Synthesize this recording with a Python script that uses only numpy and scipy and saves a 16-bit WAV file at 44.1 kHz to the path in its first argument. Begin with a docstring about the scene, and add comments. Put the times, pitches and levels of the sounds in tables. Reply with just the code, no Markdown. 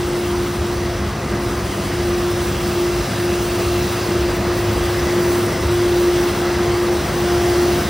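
"""A road sweeper creeps nearer on tarmac. From the start two diesels throb: firing harmonics over pulsed noise.
With them sound a fan's blade tone, roaring air, a scratching brush, hissing water jets (all shaped noise)
and a thin gear whine. Exhaust booms follow at once; from about 0.5 s the blade tone fades and returns,
from about 1 s the pump whine comes and goes. Bands of the rush swell and sink on the way.
From about 6.4 s the blade tone's octave swells most."""
import sys
import numpy as np
from scipy import signal
from scipy.fft import rfft, irfft, next_fast_len
from scipy.io import wavfile
from scipy.ndimage import uniform_filter1d, map_coordinates

SR = 44100
rng = np.random.default_rng(int(sys.argv[2]) if len(sys.argv) > 2 else 0)


def generate_wav(sig):
    """Save sig (samples, or channels by samples) to the path in sys.argv[1] as 16-bit PCM at SR."""
    pcm = np.round(np.clip(np.atleast_2d(sig).T, -1, 1) * 32767).astype(np.int16)
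    wavfile.write(sys.argv[1], SR, pcm)


N = 347949
TIME_S = np.arange(N) / SR


def amp(db):
    """Gain of a level in dB."""
    return 10 ** (np.asarray(db) / 20)


def unit(x):
    """x scaled to rms 1."""
    return x / np.sqrt(np.mean(x ** 2) + 1e-20)


def along(points, hz):
    """Interpolates (f/Hz, value) points on a log frequency axis."""
    f, v = np.transpose(points)
    return np.interp(np.log(hz + 1), np.log(f + 1), v)


def curves(rows):
    """One value per sample for each column after the time."""
    s, *cols = np.transpose(rows)
    return [np.interp(TIME_S, s, c) for c in cols]


def wobble(rate_hz):
    """Smooth random curve, rate_hz knots a second."""
    knots = rng.standard_normal(int(N * rate_hz / SR) + 4)
    return map_coordinates(knots, [np.arange(N) * rate_hz / SR])


def swell(at_s, width_s, shape=2):
    """Rises from 0 to 1 at a moment and falls back; width_s is the half-width at 1/e."""
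    return np.exp(-np.abs((TIME_S - at_s) / width_s) ** shape)


def filtered(x, response):
    """x times a complex response of frequency."""
    m = next_fast_len(N + SR // 2)
    return irfft(rfft(x, m) * response(np.fft.rfftfreq(m, 1 / SR)), m)[..., :N]


def angle_of(hz):
    """Running phase of something that turns at a changing rate."""
    return 2 * np.pi * np.cumsum(hz) / SR


START_M, SPEED_M_PER_S = 12, .55


def approach_db():
    """Inverse-distance gain as the truck nears, 0 dB at the start."""
    return -20 * np.log10(1 - SPEED_M_PER_S * TIME_S / START_M)


def turbulence(patchy_db):
    """Three noises (shared, left only, right only) with drifting patches of random gain."""
    z = signal.stft(rng.standard_normal((3, N)), nperseg=512)[2]
    field = uniform_filter1d(rng.standard_normal(z.shape[1:]), 5, 0)  # smooth over frequency
    field = uniform_filter1d(field, 18, 1)  # smooth over time
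    return signal.istft(z * amp(patchy_db * unit(field)), nperseg=512)[1][:, :N]


# Resonances of nozzle and brush plate, on every noise: f/Hz, width/Hz, lift/dB
RESONANCES = [(1000, 70, 0.5), (1200, 120, 1), (1640, 90, 1), (1780, 90, -1.5), (1920, 90, 1.5),
              (2700, 170, 3), (3370, 150, 1.5), (3660, 150, -1.5), (3930, 240, 2.5)]
# Stereo phase of the shared noise: f/Hz, left lead/rad
STEREO_PHASE = [(4800, 0), (6000, -0.6), (7320, -1.5), (10100, -2.5), (11800, -3.5), (13200, -3.5),
                (15300, -4.5)]
# Independent left and right noise: f/Hz, level/dB against the shared noise
SIDE_NOISE = [(100, -58), (200, -26), (400, -16), (650, -11), (900, -20), (1600, -55), (4400, -45),
              (5500, -11), (6500, -10), (9000, -10), (12000, -21), (15000, -9)]
# Balance of the shared noise: f/Hz, left minus right/dB
STEREO_BALANCE = [(150, 0), (350, 0.3), (520, 3), (720, 3), (1000, 0)]


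def radiated(noises, spectrum):
    """Colours shared and side noise by spectrum and resonances; stereo, joint rms 1."""
    sides = np.array([[1], [-1]])

    def colour(hz):
        lift_db = sum(db / (1 + (2 * (hz - centre) / width) ** 2) for centre, width, db in RESONANCES)
        return amp(along(spectrum, hz) + lift_db)

    def stereo(hz):
        phase = np.exp(.5j * sides * along(STEREO_PHASE, hz))
        return phase * amp(sides * along(STEREO_BALANCE, hz) / 2)

    noises = filtered(noises, colour)
    shared = filtered(noises[0], stereo)
    independent = filtered(noises[1:], lambda hz: amp(along(SIDE_NOISE, hz)))
    return unit(shared + independent)


def diesel(firing_hz, orders, drift, flutter_db):
    """A governed engine: its firing phase and its unsteady low orders."""
    firing = angle_of(firing_hz * (1 + drift * wobble(2)))
    lines = 0
    for order, db in orders:
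        level = amp(db + flutter_db * wobble(4))
        lines = lines + level * np.sin(order * firing + rng.uniform(0, 2 * np.pi))
    return firing, np.sqrt(2) * lines


# Drive engine: multiple of firing rate, relative level/dB
DRIVE_ORDERS = [(1, -10), (2, -4), (2.75, -16), (3, -16), (3.75, -10), (4, -15.5), (4.25, -17), (5.5, -18),
                (7.5, -17.5)]
# Fan engine: multiple of firing rate, relative level/dB
FAN_ENGINE_ORDERS = [(1, -10), (1.5, -17), (2, -17), (3, -21)]
# Drive engine hum: t/s, level/dB against the throb
DRIVE_LEVEL = [(0, -1), (2.2, -2), (2.7, -5), (3.5, -3), (4.1, 0), (5.6, -2.5), (6.1, -4.5), (6.7, -2),
               (7.89, -3.5)]
# Exhaust noise: f/Hz, relative density/dB
EXHAUST_SPECTRUM = [(20, -42), (31, -28), (39, -12), (48, -3), (70, 1), (110, -4), (135, -11), (200, -28),
                    (500, -70)]
# Engine block knock: f/Hz, relative density/dB
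BLOCK_SPECTRUM = [(40, -40), (100, -10), (135, 0), (155, .5), (172, -3), (195, 2), (215, -.5), (245, -3),
                  (285, -4), (310, -8), (450, -24), (900, -60)]
# Brief sags of exhaust and fan engine: t/s, depth/dB
SAGS = [(.13, 3), (1.78, 3), (5.22, 4), (5.53, 5), (6.2, 6), (6.82, 3)]
SAG_S = .09
THROB_DB, BLOCK_DB = -26.6, -29.4  # at the start
EXHAUST_DB = -2.8  # against the throb
EXHAUST_GROWS, BLOCK_GROWS = .35, .45  # share of approach gain


def engines():
    """Two diesels hum; exhaust noise and block knock swell at each firing of the drive engine."""
    near_db = approach_db()
    surge_db = .7 * wobble(10) - sum(db * swell(s, SAG_S) for s, db in SAGS)
    block_db = BLOCK_DB + BLOCK_GROWS * near_db + .7 * wobble(7)
    firing, drive = diesel(52.1, DRIVE_ORDERS, drift=.004, flutter_db=2.2)
    _, fan_engine = diesel(71.8, FAN_ENGINE_ORDERS, drift=.012, flutter_db=2.2)
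    drive_db, = curves(DRIVE_LEVEL)
    beat = 1 + .3 * np.cos(firing)
    exhaust = radiated(turbulence(patchy_db=.6) * beat, EXHAUST_SPECTRUM)
    exhaust = amp(EXHAUST_DB + EXHAUST_GROWS * near_db) * exhaust
    block = amp(block_db) * radiated(turbulence(patchy_db=.6) * beat, BLOCK_SPECTRUM)
    surging = amp(surge_db) * (exhaust + amp(-3) * fan_engine)
    return amp(THROB_DB) * (surging + amp(drive_db) * drive) + block


# Fades of the blade tone: t/s, depth/dB, half-width/s
TONE_FADES = [(.57, 3.1, .1), (1.12, 8.6, .36), (1.2, 15, .06), (1.67, 10.5, .1), (1.86, 9, .14),
              (2.52, 7.2, .16), (3.105, 20, .068), (3.55, 4.7, .2), (3.86, 6, .06), (4.02, 7.5, .09),
              (4.4, 7.2, .16), (4.74, 5, .11), (4.98, 6.5, .12), (5.56, 11.5, .11), (6.35, 7.5, .075),
              (6.62, 5.4, .19), (7.09, 16, .105), (7.45, 4.2, .15), (7.83, 13, .09)]
# Swells of the octave: t/s, lift/dB
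OCTAVE_SWELLS = [(.3, 7), (.6, 6), (.92, 7), (1.37, 8), (2.25, 6), (3.08, 8), (3.28, 8), (3.51, 8),
                 (3.74, 7), (4.12, 6), (4.33, 6), (4.55, 7), (4.82, 8), (5.35, 8), (6.0, 6), (6.44, 10),
                 (6.7, 11), (7.1, 11), (7.32, 15), (7.46, 11), (7.59, 10), (7.72, 10), (7.83, 12)]
TONE_DB = -21.8  # at the start
TONE_GROWS = 2  # times approach gain: the fan's outlet turns into view
FADE_SHAPE = 1.4  # 1 = pointed notch, 2 = round dip
SLIP_RAD_PER_DB, SLIP_SHARE = .08, .35  # phase slip per fade depth; its share of the fade half-width
OCTAVE_DB, OCTAVE_SWELL_S = -45, .085  # level between swells; half-width


def fan():
    """Blades pass the casing's tongue: tone and octave; where paths cancel, the tone fades and slips."""
    fade_db = sum(db * swell(s, width, FADE_SHAPE) for s, db, width in TONE_FADES)
    tone_db = TONE_DB + TONE_GROWS * approach_db() - fade_db
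    slip = SLIP_RAD_PER_DB * sum(db * np.tanh((TIME_S - s) / (SLIP_SHARE * width)) / 2
                                 for s, db, width in TONE_FADES)
    octave_db = OCTAVE_DB + sum(db * swell(s, OCTAVE_SWELL_S) for s, db in OCTAVE_SWELLS)
    blade = angle_of(351.3 + .15 * wobble(2)) + .04 * wobble(30)
    tone = amp(tone_db + .9 * wobble(24)) * np.sin(blade + slip)
    octave = amp(octave_db + wobble(10)) * np.sin(angle_of(701.3 + 1.8 * wobble(8)))
    return np.sqrt(2) * (tone * amp([[.1], [-.1]]) + octave * amp([[1], [-1]]))  # left, right dB


# Air roar: f/Hz, relative density/dB
ROAR_SPECTRUM = [(30, -60), (100, -33), (250, -6), (320, 1), (365, 5), (420, 1), (500, 1), (600, -0.7),
                 (900, -3.5), (1150, -3), (1400, -5), (2050, -7.7), (2400, -13.5), (3500, -22.5),
                 (7000, -53)]
ROAR_DB = -28.2  # at the start, without the beam lift
ROAR_BEAM_DB, ROAR_FACING_S, ROAR_BEAM_S = 1.1, 4.6, 2  # nozzle faces listener: lift, moment, half-width


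def suction():
    """Air roars through nozzle and ducts, louder as the truck nears."""
    roar_db = ROAR_DB + approach_db() + ROAR_BEAM_DB * swell(ROAR_FACING_S, ROAR_BEAM_S)
    return amp(roar_db + .25 * wobble(20)) * radiated(turbulence(patchy_db=.8), ROAR_SPECTRUM)


# Brush and water, before trims: t/s, brush level/dB, spray level/dB
SWEEP_LEVELS = [(0.0, -34.7, -42.3), (.7, -35, -43), (1.16, -37, -46.2), (1.8, -34.3, -41),
                (2.11, -34.4, -41.6), (2.35, -33.2, -40.6), (3.0, -33.1, -39.9), (3.93, -31.4, -39),
                (4.45, -33.5, -42.3), (4.85, -32, -39), (5.1, -32.2, -40), (5.32, -32.4, -37.6),
                (5.6, -32.4, -41), (6.04, -31.4, -38.5), (6.66, -32.2, -42), (6.81, -33, -41.4),
                (7.69, -30, -37), (7.89, -31, -38.5)]
# Brush scratch: f/Hz, relative density/dB
BRUSH_SPECTRUM = [(100, -60), (900, -27), (2000, -7), (2600, -0.5), (3300, 0), (4300, -1.3), (4700, .5),
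                  (5200, 0), (6200, -2.5), (7200, -10.5), (9000, -19), (16000, -38)]


def brush():
    """Steel bristles flick over tarmac: thousands of tiny scratches on a rush of grit."""
    brush_db, _ = curves(SWEEP_LEVELS)
    grit = unit(turbulence(patchy_db=1.3))
    flicks = (rng.random(grit.shape) < 3000 / SR) * rng.standard_normal(grit.shape)  # 3000 per s
    scratch = radiated(grit + .35 * unit(flicks), BRUSH_SPECTRUM)
    return amp(brush_db + .2 + .3 * wobble(35)) * scratch


# Water hiss: f/Hz, relative density/dB
SPRAY_SPECTRUM = [(500, -70), (3500, -35), (6000, -10), (7400, -7.5), (8300, -2), (9500, -1.5), (10700, 0),
                  (12500, -5), (14000, -12), (17000, -30)]
# Finest droplets: f/Hz, relative density/dB
MIST_SPECTRUM = [(3000, -70), (9000, -22), (11500, -8), (12800, -5), (13800, 0), (16000, 0), (17000, -60)]
MIST_DB, MIST_GROWS = 2.6, 1.2  # over the spray table's mean; swing relative to the table's
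MIST_NEARS = .4  # share of approach gain by which mist overtakes hiss


def spray():
    """Water jets lay the dust: a hiss and a finer mist sputter together."""
    _, spray_db = curves(SWEEP_LEVELS)
    near_db = approach_db()
    near_db = MIST_NEARS * (near_db - near_db.mean())
    mean_db = spray_db.mean()
    mist_db = MIST_DB + near_db / 2 + mean_db + MIST_GROWS * (spray_db - mean_db)
    hiss_db = spray_db + 6.1 - near_db / 2
    hiss = amp(hiss_db) * radiated(turbulence(patchy_db=1.3), SPRAY_SPECTRUM)
    mist = amp(mist_db) * radiated(turbulence(patchy_db=1.3), MIST_SPECTRUM)
    return amp(.6 * wobble(45) + .45 * wobble(20)) * (hiss + mist)


# Hydraulic pump tones: f/Hz, level/dB against the pump whine
PUMP_TONES = [(328.6, -1), (657.3, 0), (1668, -13)]
# Swells of the pump whine: t/s, lift/dB
PUMP_SWELLS = [(.97, 12), (1.84, 13), (2.66, 15), (2.95, 7), (3.53, 13), (4.08, 8), (4.31, 13), (4.66, 11),
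               (5.25, 13), (5.54, 13), (6.25, 9), (6.95, 10)]
PUMP_DB, PUMP_SWELL_S = -50.3, .17  # level between swells; half-width
GEAR_HZ, GEAR_DB = 2021, -53  # level at the start


def pumps():
    """Hydraulic pumps whine, coming and going, beside a thin gear tone; all slightly unsteady."""
    pump_db = PUMP_DB + sum(db * swell(s, PUMP_SWELL_S) for s, db in PUMP_SWELLS)
    whine = 0
    for hz, db in PUMP_TONES:
        level = amp(db + 1.5 * wobble(6))
        whine = whine + level * np.sin(angle_of(hz * (1 + .001 * wobble(5))))
    gear_db = GEAR_DB + approach_db() + 2.5 * wobble(5)
    gear = amp(gear_db) * np.sin(angle_of(GEAR_HZ + 2 * wobble(5)))
    return np.sqrt(2) * (amp(pump_db) * whine + gear)


# Exhaust booms: t/s, f/Hz, level/dB
THUDS = [(.07, 72, -29), (.53, 104, -25), (.62, 78, -27), (1.02, 71, -23), (1.5, 110, -26), (2.42, 75, -26),
         (3.02, 54, -28), (3.32, 68, -24.5), (4.22, 70, -22), (4.69, 102, -22.5), (5.05, 72, -22),
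         (5.45, 106, -24.5), (5.66, 75, -20), (6.57, 72, -24), (7.33, 72, -24.5)]
THUD_S = .038  # half-width


def thuds():
    """Now and then the exhaust booms: a low sine for a few cycles."""
    booms = 0
    for s, hz, db in THUDS:
        phase = 2 * np.pi * hz * (TIME_S - s) + rng.uniform(0, 2 * np.pi)
        booms = booms + amp(db) * swell(s, THUD_S) * np.sin(phase)
    return np.sqrt(2) * booms


# Band shifts of the rush: t/s, half-width/s, f/Hz, width/Hz, lift/dB, glide/(Hz/s)
COLOUR_SHIFTS = [(1.9, 1.6, 1230, 130, 1.8, 0), (3.05, .55, 1900, 130, -3, 0), (3.6, .9, 2740, 300, 2.5, 0),
                 (3.5, .4, 1280, 200, 1.5, 0), (4.2, 1.2, 1400, 100, -2.5, -80), (4.7, .55, 510, 130, 2, 0),
                 (5.25, .5, 1980, 220, 3, 80), (7.2, 1, 810, 90, 3, 0), (7.5, .7, 1580, 250, 1.8, 0),
                 (7.5, .9, 2600, 350, -1.8, -120)]


def shifting(x):
    """Paths off road and truck body change as it moves: one band stands out, another sinks."""
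    hz, t, z = signal.stft(x, SR, nperseg=2048)
    lift_db = 0
    for s, half_s, centre, width, db, glide in COLOUR_SHIFTS:
        off_hz = hz[:, None] - centre - glide * (t - s)
        lift_db = lift_db + db * np.exp(-((t - s) / half_s) ** 2 - (2 * off_hz / width) ** 2)
    return signal.istft(z * amp(lift_db), nperseg=2048)[1][:, :N]


def scene():
    """Sums all sources; band shifts act on roar and brush only."""
    return engines() + fan() + shifting(suction() + brush()) + spray() + pumps() + thuds()


TOP_HZ = 15780


def record(dry):
    """Removes everything from the band limit up."""
    return filtered(dry, lambda hz: hz < TOP_HZ)


dry = scene()
out = record(dry)
generate_wav(out)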